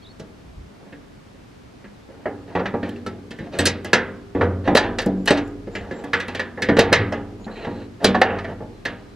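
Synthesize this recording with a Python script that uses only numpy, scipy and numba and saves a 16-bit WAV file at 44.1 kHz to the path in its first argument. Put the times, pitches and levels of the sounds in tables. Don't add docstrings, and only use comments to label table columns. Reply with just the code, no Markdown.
import sys
import numpy as np
from scipy import signal
from scipy.fft import rfft, irfft, next_fast_len
from scipy.io import wavfile
from numba import njit

SR = 44100
rng = np.random.default_rng(int(sys.argv[2]) if len(sys.argv) > 2 else 0)


def materialize(psi):
    bounded = np.clip(np.atleast_2d(psi).T, -1, 1)
    quanta = np.round(bounded * 32767).astype(np.int16)
    wavfile.write(sys.argv[1], SR, quanta)


N = 403515
T = np.arange(N) / SR
RISE_S = 0.0018
KNEE_HZ = 1795
TOP_HZ = 15200


def undb(db):
    return 10 ** (np.asarray(db) / 20)


def unit(x):
    return x / np.sqrt(np.mean(x ** 2))


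def add(out, s, x):
    i = max(int(s * SR), 0)
    out[i:i + len(x)] += x[:max(len(out) - i, 0)]


def colour(x, hz, db):
    size = 4096
    f = np.maximum(np.fft.rfftfreq(size, 1 / SR), 1)
    gain_db = np.interp(np.log(f), np.log(hz), db)
    cepstrum = irfft(np.log(undb(gain_db)))
    cepstrum[1:size // 2] *= 2
    cepstrum[size // 2 + 1:] = 0
    impulse = irfft(np.exp(rfft(cepstrum)))
    return signal.oaconvolve(x, impulse)[:len(x)]


def band(x, lo_hz, hi_hz, order=3):
    sos = signal.butter(order, [lo_hz, hi_hz], "bandpass", fs=SR, output="sos")
    return signal.sosfilt(sos, x)


def air(air_db=-47):
    # (frequency [Hz], relative density [dB per Hz])
    air_spectrum = [(15, -85), (25, 1.5), (104, 4.5), (281, 2), (339, -4), (378, -2), (521, -7.5),
                    (893, -11.5), (1020, -12), (1660, -15.5), (2170, -17), (2620, -19), (4850, -23.5),
                    (13000, -39), (15400, -60)]
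    # (frequency [Hz], side minus mid [dB])
    air_width = [(30, -12), (60, -18), (140, -6.5), (350, 1.5), (850, 1), (2000, -1.5), (5000, -3),
                 (12000, -3.5)]
    # (time [s], length [s], level [dB])
    puffs = [(0.43, 0.11, -42), (0.524, 0.18, -37.5), (5.707, 0.25, -36)]
    mid = undb(air_db) * unit(colour(rng.standard_normal(N), *np.transpose(air_spectrum)))
    side = undb(air_db) * unit(colour(rng.standard_normal(N), *np.transpose(air_spectrum)))
    side = colour(side, *np.transpose(air_width))
    for s, length_s, db in puffs:
        n = int(length_s * SR)
        rumble = unit(band(rng.standard_normal(n), 35, 99))
        add(mid, s, undb(db) * np.hanning(n) * rumble)
    return np.array([mid + side, mid - side])


def note(hz, db):
    envelope = undb(db) * np.sqrt(2 * np.hanning(len(hz)))
    return envelope * np.sin(2 * np.pi * np.cumsum(hz) / SR)


def birds(whistle_s=0.11, glide_hz=100, waver_hz=170, echo_db=-10, echo_s=0.03):
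    # (time [s], pitch [Hz], level [dB])
    warble = [(0.018, 4280, -64), (0.041, 4400, -52), (0.044, 3400, -60), (0.047, 3920, -49),
              (0.059, 3370, -47), (0.069, 4060, -47), (0.08, 3680, -51), (0.09, 3880, -48),
              (0.095, 4370, -57), (0.112, 4350, -50), (0.128, 4350, -68)]
    # (time [s], pitch at mid-note [Hz] before waver, level [dB])
    whistles = [(5.16, 7250, -69), (5.42, 7200, -67), (5.71, 7200, -59), (5.92, 7440, -59),
                (6.127, 7600, -62), (6.32, 7340, -70), (7.385, 6800, -64)]
    times, pitch, level = np.transpose(warble)
    slur = np.sin(2 * np.pi * np.cumsum(np.interp(T, times, pitch)) / SR)
    out = np.interp(T, times, undb(level), left=0, right=0) * slur
    add(out, 0.02, note(np.full(int(0.02 * SR), 3280), -58))
    n = int(whistle_s * SR)
    glide = glide_hz * np.linspace(-.5, .5, n)
    for s, hz, db in whistles:
        waver = waver_hz * unit(band(rng.standard_normal(SR), 27, 110))[-n:]
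        add(out, s, note(hz + glide + waver, db))
    t = T[:SR // 5]
    trees = rng.standard_normal(len(t)) * np.exp(-t / echo_s)
    return out + undb(echo_db) * signal.oaconvolve(out, trees / np.linalg.norm(trees))[:N]


def ringing(modes, t, spot_db, grip_share=0.0347):
    out = np.zeros(len(t))
    for hz, db, t60 in modes:
        alive = t[t < t60]
        size = undb(db + spot_db * np.clip(rng.standard_normal(), -2, 1))
        pulled_hz = hz * (1 + grip_share * min(hz / 1000, 1) * rng.standard_normal())
        decay = np.exp(-np.log(1000) * alive / t60)
        out[:len(alive)] += size * decay * np.sin(2 * np.pi * (pulled_hz * alive + rng.random()))
    return out


def door_responses(count=16, same_share=0.12, spot_db=4, patchy_db=2.5, door_db=-6, lock_db=-3,
                   crack_rise_s=0.0014, crack_s=0.015):
    # (nominal pitch [Hz], relative level [dB], t60 [s])
    door_modes = [(35.3, -30, 8.1), (58.9, -27, 2), (91.5, -14, 1.68), (109.7, -22, 3.7), (155.7, -38, 1),
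                  (190, -13.5, 1.29), (236, -11.5, 1.22), (288, -10.5, 1.17), (325, -37, 0.17),
                  (339, -23.5, 2), (402, -17.5, 1.8), (468, -6, 0.55), (521, -12, 0.71), (627, -25.5, 0.66),
                  (696, -21.5, 0.88), (758, -32.5, 1), (805, -9.5, 0.49), (944, -10, 0.39),
                  (1107, -9.5, 0.26), (1238, -20, 0.72), (1790, -18, 0.3), (1878, -9.5, 0.22),
                  (1710, -7.5, 0.27), (1802, -1, 0.07), (1905, -11, 0.3)]
    # (nominal pitch [Hz], relative level [dB], t60 [s])
    lock_modes = [(1356, -23, 0.11), (2787, -9.5, 0.051), (2980, -21, 0.16), (4220, -11, 0.059),
                  (4760, -17.5, 0.1), (5740, -18, 0.031), (6240, -27.5, 0.036), (8100, -21.5, 0.021),
                  (8500, -25.5, 0.04), (9270, -28, 0.027), (10250, -27.5, 0.051), (11540, -29, 0.03)]
    # (frequency [Hz], relative density [dB per Hz], share that rings on [dB], t60 [s])
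    panel = [(85.3, -13.5, 5.5, 0.56), (198, 3, -5.5, 1), (473, 8, -9, 0.76), (920, 3.5, -9, 0.42),
             (990, -9.5, -3, 0.63), (1707, -1, -4.5, 0.42), (2220, -9, -2, 0.37), (3730, -10, -9.5, 0.32),
             (5000, -16, -19, 0.33), (6340, -19.5, -16, 0.077), (10700, -39, -36, 0.033),
             (15000, -84, -26, .08)]
    t = np.arange(next_fast_len(int(1.2 * SR), real=True)) / SR
    hz, db, ring_db, t60 = np.transpose(panel)
    log_f = np.log(np.maximum(np.fft.rfftfreq(len(t), 1 / SR), 1))
    bass_cut = 1 + (hz[0] / 2 / np.exp(log_f)) ** 2
    spectrum = undb(np.interp(log_f, np.log(hz), db)) / bass_cut
    slices = np.array([np.interp(log_f, np.log(hz), row) for row in np.eye(len(hz))])
    fades = undb(ring_db[:, None] - 60 * t / t60[:, None])
    patches = np.linspace(np.log(200), np.log(15000), 50)
    rise, snap = 1 - np.exp(-t / RISE_S), 1 - np.exp(-t / crack_rise_s)
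    end_fade = np.minimum(10 * (1 - t / t[-1]), 1)
    common, answers = rng.standard_normal(len(t)), []
    for _ in range(count):
        own = rng.standard_normal(len(t))
        noise = rfft(np.sqrt(same_share) * common + np.sqrt(1 - same_share) * own) * spectrum
        noise *= undb(patchy_db * np.interp(log_f, patches, rng.standard_normal(len(patches))))
        noise /= np.std(irfft(noise))
        crack = irfft(noise, len(t)) * np.exp(-t / crack_s)
        brief = SR // 5
        crack[:brief] += undb(lock_db) * ringing(lock_modes, t[:brief], spot_db)
        ring = (irfft(noise * slices, len(t)) * fades).sum(axis=0)
        boom = undb(door_db) * ringing(door_modes, t, spot_db) * end_fade
        answers.append(np.array([snap * crack, rise * ring, rise * boom]))
    return answers


def tick(db, tick_s=0.0025):
    t = T[:SR // 50]
    hiss = unit(colour(rng.standard_normal(len(t)), [2000, 7000, 15000], [-20, 0, -7]))
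    return undb(db) * np.exp(-t / tick_s) * hiss


def swell(hz, db, t60_s, rise_s):
    t = T[:SR * 2 // 3]
    envelope = (1 - np.exp(-t / rise_s)) * np.exp(-np.log(1000) * t / t60_s)
    return undb(db) * envelope * np.sin(2 * np.pi * hz * t)


def door_note(hz, db, t60_s=0.72, slope=0.63):
    return swell(hz, db, t60_s * (hz / 100) ** -slope, RISE_S)


def metal_note(hz, db, t60_s=0.13, slope=0.46, partner_ratio=1.2, partner_db=-6, rise_s=0.0006,
               paired_from_hz=1500):
    life_s = t60_s * (hz / KNEE_HZ) ** -slope
    out = swell(hz, db, life_s, rise_s)
    if hz > paired_from_hz:
        out += swell(hz * partner_ratio, db + partner_db, life_s, rise_s)
    return out


def knocks(answers, attack_s=0.029, settle_s=1.0, tick_db=-21, deep_share=0.85,
           bounce_s=0.004, bounce_db=-5, count=2, glint_db=-5):
    # (time [s], rms level over attack_s [dB],
    # weight of the push into the door [dB], hollow clank of the hasp [dB],
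    # hardness of the contact as treble slope [dB per octave], ring-on at the start [dB],
    # door note [Hz], its level re the knock [dB], metal note [Hz], its level re the knock [dB])
    knock_table = [(0.196, -35, 12, 0, 5, -1, 643, -4, 5570, -11),
                   (0.925, -39.5, 3, -14, -10, -5, 288, 5, 2140, -8),
                   (1.343, -50, 9, -4, -10, -13, 212, -2, 1707, -10),
                   (1.842, -42.5, -4.5, -13, -12.5, -13, 204.5, 4.5, 1670, -1),
                   (2.088, -42, 15, 2, -8, -8, 538, 5, 1690, -12),
                   (2.256, -22, 7, 5.5, -13, -3.5, 756, -9, 1855, -10),
                   (2.502, -41, 10, 13, -15, -3, 610, -5, 1750, -21),
                   (2.551, -19, 3.5, 7.5, -5.5, 4.5, 179, -4, 1920, -9),
                   (2.594, -24.5, 8.5, 6, -11, -6, 468, 1, 4660, -23),
                   (2.656, -26, -7.5, -7, -5.5, -3, 198, 0, 1300, -6),
                   (2.738, -19.5, 16.5, 11, -12, -2, 466, -2, 1179, -16),
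                   (2.829, -27.5, 5.5, -7, -6.5, 0, 296, 0.5, 1800, -10),
                   (2.892, -45.5, -15, -11, 9.5, 23, 214, 8, 1755, -5),
                   (2.962, -47.5, 1, -1, 4, 12, 223, 1, 2210, -12),
                   (3.063, -28.5, 10.5, 3, 5, 1.5, 395, -2, 1326, 3),
                   (3.307, -34.5, 3.5, -6, 3.5, 1, 233, -9, 2640, -4),
                   (3.387, -31.5, 7, -11, 2.5, 19.5, 337, -1, 1780, -4),
                   (3.588, -17.5, 2, -6.5, 6, 7, 245, -11, 2640, -6),
                   (3.604, -31, 10, 6, 12, 1, 290, -1, 4600, -10),
                   (3.6545, -18, -6.5, -15, 9, -5, 210, -9, 1630, 0),
                   (3.6655, -18.5, -3.5, -7, 8, -3, 400, -6, 5259, -2),
                   (3.846, -30.5, 4, 2, 8.5, 9, 339, 1, 1660, -4),
                   (3.931, -9.5, -10.5, -7, -0.5, -5.5, 507, -6.5, 1710, -2.5),
                   (4.349, -19, 21.5, 12, -1, 21, 275, -13, 1755, -16),
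                   (4.41, -15, 7, 3, -11.5, -0.5, 484, -6, 1930, -9),
                   (4.675, -14, 12.5, 7, -2, 10, 755, -3, 1246, -14),
                   (4.75, -8.5, 4.5, 2.5, 1.5, -31, 565, 0, 4180, -12),
                   (4.76, -18, -7, -1, 6, 1, 560, -14, 5260, -8),
                   (4.7695, -7, -8, -1, 1, -6.5, 850, -1, 3970, -1.5),
                   (4.985, -21.5, -10.5, -5.5, 1, -3.5, 526, -7, 2740, -4),
                   (5.017, -37.5, -5, -5, 5.5, 1, 526, -12, 2700, -6),
                   (5.061, -18, 32.5, 21, 6, -3, 184.8, -1, 1730, -23),
                   (5.258, -35.5, -15, 1, 11, 15, 427, 0, 2980, -6.5),
                   (5.275, -15.5, -22, -7.5, 1, -1, 433, -5.5, 2944, -2),
                   (5.305, -9, 4, -0.5, -0.5, -11, 612, -4, 4300, -20),
                   (5.372, -26, -5, -2, -1, -10, 286.9, 8.5, 1700, -12),
                   (5.671, -30.5, 23, 6, -2, -10, 470, 2, 1720, -13),
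                   (5.751, -28, -4.5, -14.5, -2.5, -2, 201, -2, 2330, -1),
                   (5.91, -29, 7, -3.5, -2.5, 4, 522, 0.5, 1707, -0.5),
                   (6.038, -33, 9, 12, 6.5, 15, 284, 1, 1707, -2),
                   (6.132, -17.5, -11.5, -8, -4, 1, 468, -3.5, 1707, 3.5),
                   (6.2, -28.5, -12, -23, 1.5, 5, 498, -4, 1666, 5),
                   (6.281, -30, -1, -0.5, 4.5, 10, 249, -1.5, 2680, -3),
                   (6.348, -27.5, -1, -8.5, 2, 3.5, 510, -3, 2900, -8),
                   (6.394, -23, -9.5, -8.5, -2, -0.5, 510, -4, 1907, 1),
                   (6.574, -29, 4, 5, -10, 13, 504, -2, 1707, -1),
                   (6.62, -20.5, -3.5, -15, 2, 3, 504, -1, 1710, -4),
                   (6.686, -12.5, 7, -3, -7.5, -2, 467, -0.5, 1856, -4),
                   (6.767, -17.5, -3, -4, -4, -6, 548, -7, 1690, -10),
                   (6.785, -12, 4, 2, -4.5, -12, 461, 6, 1860, -19),
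                   (6.7905, -6.5, -2, -2, 2, -5.5, 685, -14, 3870, -6.5),
                   (6.919, -22.5, 9, 3, -5, -10, 481, 9, 1707, 1),
                   (6.927, -7.5, -12.5, -10, -0.5, -5, 493, -15, 1733, 4.5),
                   (7.122, -23, 0, 4.5, -1.5, 3.5, 221, -3.5, 5370, -16),
                   (7.397, -45, 17, 25, -20, -6, 210, 7, 4150, -23),
                   (7.465, -36, 10, 13, -13, -8, 216, 11, 1604, -13),
                   (7.477, -35, 8, 10.5, -13, 14.5, 216, 6, 1760, -11),
                   (7.646, -34.5, -10, 0, -4.5, -2, 715, 0, 1700, -6),
                   (7.668, -25.5, 17.5, 8, -11, 14, 940, -0.5, 1820, -19),
                   (8.044, -10, 6, -1, 6.5, -1, 194, -4.5, 4050, -1.5),
                   (8.145, -18, -10.5, 2, -7.5, -5, 743, 2.5, 1120, -1),
                   (8.215, -6.5, -11.5, 0.5, -7, -7.5, 758, 1, 1770, -3),
                   (8.385, -34, -16, -9, -4, -3, 820, -3, 1236, 2),
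                   (8.443, -32.5, -4, -10, -6, 3, 667, 4.5, 1915, 1),
                   (8.604, -31.5, 17, 14, -28, 3.5, 624, -1, 1760, -16),
                   (8.852, -24, -8, -10, 1, 4, 243.4, -11, 1710, 2.5)]
    deep_hz, door_push_hz, clank_at_hz, hard_octaves = 93, 304, 866, 2.52
    contact_hz = [deep_hz, door_push_hz, clank_at_hz, KNEE_HZ, KNEE_HZ * 2 ** hard_octaves, TOP_HZ]
    out, attack = np.zeros(N), int(attack_s * SR)
    settle = np.exp(-T[:answers[0].shape[1]] / settle_s)
    for k, row in enumerate(knock_table):
        s, db, weight_db, clank_db, hardness, ring_db, door_hz, door_db, metal_hz, metal_db = row
        crack, ring, boom = answers[k % len(answers)]
        blow = crack + undb(ring_db * (1 + settle) / 2) * (ring + boom)
        delays = np.cumsum(bounce_s * rng.uniform(.5, 1, count))
        for j, delay in enumerate(delays):
            neighbour_crack = answers[(k + j + 1) % len(answers)][0]
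            add(blow, delay, undb(bounce_db * (1 + j / 2)) * neighbour_crack)
        blow /= np.std(blow[:attack])
        add(blow, 0, tick(tick_db))
        treble_db = hardness * hard_octaves
        contact_db = [deep_share * weight_db, weight_db, clank_db, 0, treble_db, treble_db + glint_db]
        blow = colour(blow, contact_hz, contact_db)
        blow *= undb(db) / np.std(blow[:attack])
        add(out, s, blow)
        add(out, s, door_note(door_hz, db + door_db))
        add(out, s, metal_note(metal_hz, db + metal_db))
    return out


def stroke(length_s, db, slips_per_s, spread_db, fade_share=0.3):
    slips = (rng.random(SR) < slips_per_s / SR) * rng.choice([-1, 1], SR)
    slips = slips * undb(spread_db * np.clip(rng.standard_normal(SR), -2, 2))
    n = max(int(length_s * SR), SR // 50)
    return undb(db) * slips[:n] / np.std(slips) * signal.windows.tukey(n, fade_share)


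def scrapes(answers, count=4, slips_per_s=700, spread_db=4, dip_db=-3, bass_db=-2, ring_db=-6):
    # (from [s], to [s], level before colouring [dB],
    # hardness as gain near 3 kHz [dB], further gain near 4 kHz and again at 9 kHz [dB])
    slides = [(0.787, 0.895, -46.5, -13, -7), (2.098, 2.252, -46.5, -12, -4), (2.457, 2.535, -38.5, -7, -1),
              (2.553, 2.607, -31, -6, -7), (2.825, 2.904, -34, -6, -1), (3.392, 3.478, -37, -7, -3),
              (3.508, 3.608, -28.5, -3, -1.5), (4.402, 4.445, -26, -9.5, -1),
              (4.636, 4.678, -25.5, -3.5, -5), (4.753, 4.867, -30, 7, -7), (5.299, 5.4, -29.5, 6.5, -6),
              (5.679, 6.088, -36.5, -10, 1), (6.942, 7.018, -31, -13, -11), (7.47, 7.573, -42, -4, -15),
              (7.539, 7.68, -34, 2, -10), (7.641, 7.842, -39.5, -1, -5), (7.994, 8.045, -28, -10, -3),
              (8.018, 8.052, -22, -10, 2), (8.225, 8.312, -24, 4, -25), (8.288, 8.4, -34, 4, -25),
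              (8.468, 8.52, -29.5, -11.5, -3)]
    force = np.zeros(N)
    for start, end, db, hard_db, top_db in slides:
        slips = np.pad(stroke(end - start, db, slips_per_s, spread_db), (0, SR // 50))
        contact_db = [bass_db, 0, dip_db, hard_db, hard_db + top_db, hard_db + 2 * top_db]
        add(force, start, colour(slips, [100, 700, 1300, 2800, 4200, 9000], contact_db))
    spots, out = rng.integers(count, size=N // 256 + 1).repeat(256)[:N], np.zeros(N)
    for k, (crack, ring, boom) in enumerate(answers[:count]):
        door = crack + undb(ring_db) * (ring + boom)
        out += signal.oaconvolve(force * (spots == k), door / np.linalg.norm(door))[:N]
    return out


def wheels(t60_s=0.019, rise_s=0.00075, lower_ratio=0.89, lower_db=-6):
    # (time [s], upper note [Hz], level [dB])
    wheel_clicks = [(0.925, 3000, -43), (2.658, 3030, -24), (2.893, 3150, -30), (2.961, 2660, -33),
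                    (3.063, 2900, -30), (7.646, 3150, -35)]
    out = np.zeros(N)
    for s, hz, db in wheel_clicks:
        add(out, s, swell(hz, db, t60_s, rise_s))
        add(out, s, swell(hz * lower_ratio, db + lower_db, t60_s / 2, rise_s))
    return out


def rubs(slips_per_s=1400, spread_db=4):
    # (from [s], to [s], level [dB])
    finger_strokes = [(2.547, 2.606, -58), (2.819, 2.924, -61), (7.441, 7.462, -47.5), (7.493, 7.692, -52),
                      (7.678, 7.88, -56.5), (8.45, 8.694, -75), (8.724, 8.84, -67.5), (8.947, 9.16, -68.5)]
    # (frequency [Hz], relative density [dB per Hz])
    rasp = [(1500, -1), (2500, 15), (3000, 17), (3600, 7), (4000, 27), (4400, 19), (5100, -16), (7300, 7),
            (11000, -35)]
    grain, force = colour(signal.unit_impulse(SR // 20), *np.transpose(rasp)), np.zeros(N)
    for start, end, db in finger_strokes:
        add(force, start, stroke(end - start, db, slips_per_s, spread_db))
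    return signal.oaconvolve(force, grain / np.linalg.norm(grain))[:N]


def ticks_and_pings(tick_s=0.0034, rise_s=0.0006):
    # (time [s], level [dB])
    thin_ticks = [(2.891, -44), (5.017, -40), (5.061, -33), (5.257, -38), (5.477, -49), (6.044, -44),
                  (8.215, -32), (8.48, -61)]
    # (time [s], level [dB])
    pings = [(3.588, -22), (3.666, -34), (5.305, -29)]
    # (pitch [Hz], level re the ping [dB], t60 [s])
    ping_modes = [(7860, -4.5, 0.075), (8005, 1, 0.085), (8450, -4, 0.06)]
    out = np.zeros(N)
    for s, db in thin_ticks:
        add(out, s, tick(db, tick_s))
    for s, db in pings:
        for hz, mode_db, t60_s in ping_modes:
            add(out, s, swell(hz, db + mode_db, t60_s, rise_s))
    return out


def flexes(rise_s=0.011):
    # (time [s], pitch [Hz], level [dB], t60 [s])
    pushes = [(3.582, 88.6, -22, 0.54), (3.949, 236, -17, 0.28), (4.419, 90, -20.5, 0.87),
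              (4.679, 190, -14.5, 0.51), (5.06, 190, -14, 0.61), (5.306, 291, -16, 0.41),
              (6.799, 288, -17, 0.95), (6.985, 107, -12.5, 0.26)]
    out = np.zeros(N)
    for s, hz, db, t60_s in pushes:
        add(out, s, swell(hz, db, t60_s, rise_s))
    return out


def spread(x, lag_ms=0.024, left_db=-1.28, scatter_db=-24.5, scatter_s=0.013, count=5):
    lag = np.exp(-2j * np.pi * np.fft.rfftfreq(N, 1 / SR) * lag_ms / 1000)
    late = colour(irfft(rfft(x) * lag, N), [150, 1200, 4000], [0, left_db, left_db / 2])
    t, side = T[:SR // 10], np.zeros(N)
    for k in range(count):
        echoes = rng.standard_normal(len(t)) * np.exp(-t / scatter_s)
        echoes = colour(echoes / np.linalg.norm(echoes), [100, 400, 1000, 6000], [-12, -3, 0, 7])
        share = np.cos(np.pi * (k + 1) * T / T[-1] * 2 + k) * np.sqrt(2 / count)
        side += undb(scatter_db) * signal.oaconvolve(x * share, echoes)[:N]
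    return np.array([late + side, x - side])


def scene():
    answers = door_responses()
    latch = knocks(answers) + flexes() + wheels() + ticks_and_pings() + scrapes(answers) + rubs()
    return spread(latch) + birds() + air()


@njit
def follow(size, attack, release):
    out, e = np.empty(len(size)), 0.
    for i in range(len(size)):
        e += (size[i] - e) * (attack if size[i] > e else release)
        out[i] = e
    return out


def record(dry, limit_db=-4.5, attack_s=0.0013, release_s=0.12):
    loudest = np.abs(dry).max(axis=0)
    envelope = follow(loudest, 1 / (1 + attack_s * SR), 1 / (1 + release_s * SR))
    held = dry / np.maximum(envelope / undb(limit_db), 1)
    rounded = held / (1 + held ** 8) ** (1 / 8)
    top_cut = signal.ellip(8, .2, 70, TOP_HZ, fs=SR, output="sos")
    return signal.sosfilt(top_cut, rounded)


dry = scene()
out = record(dry)
materialize(out)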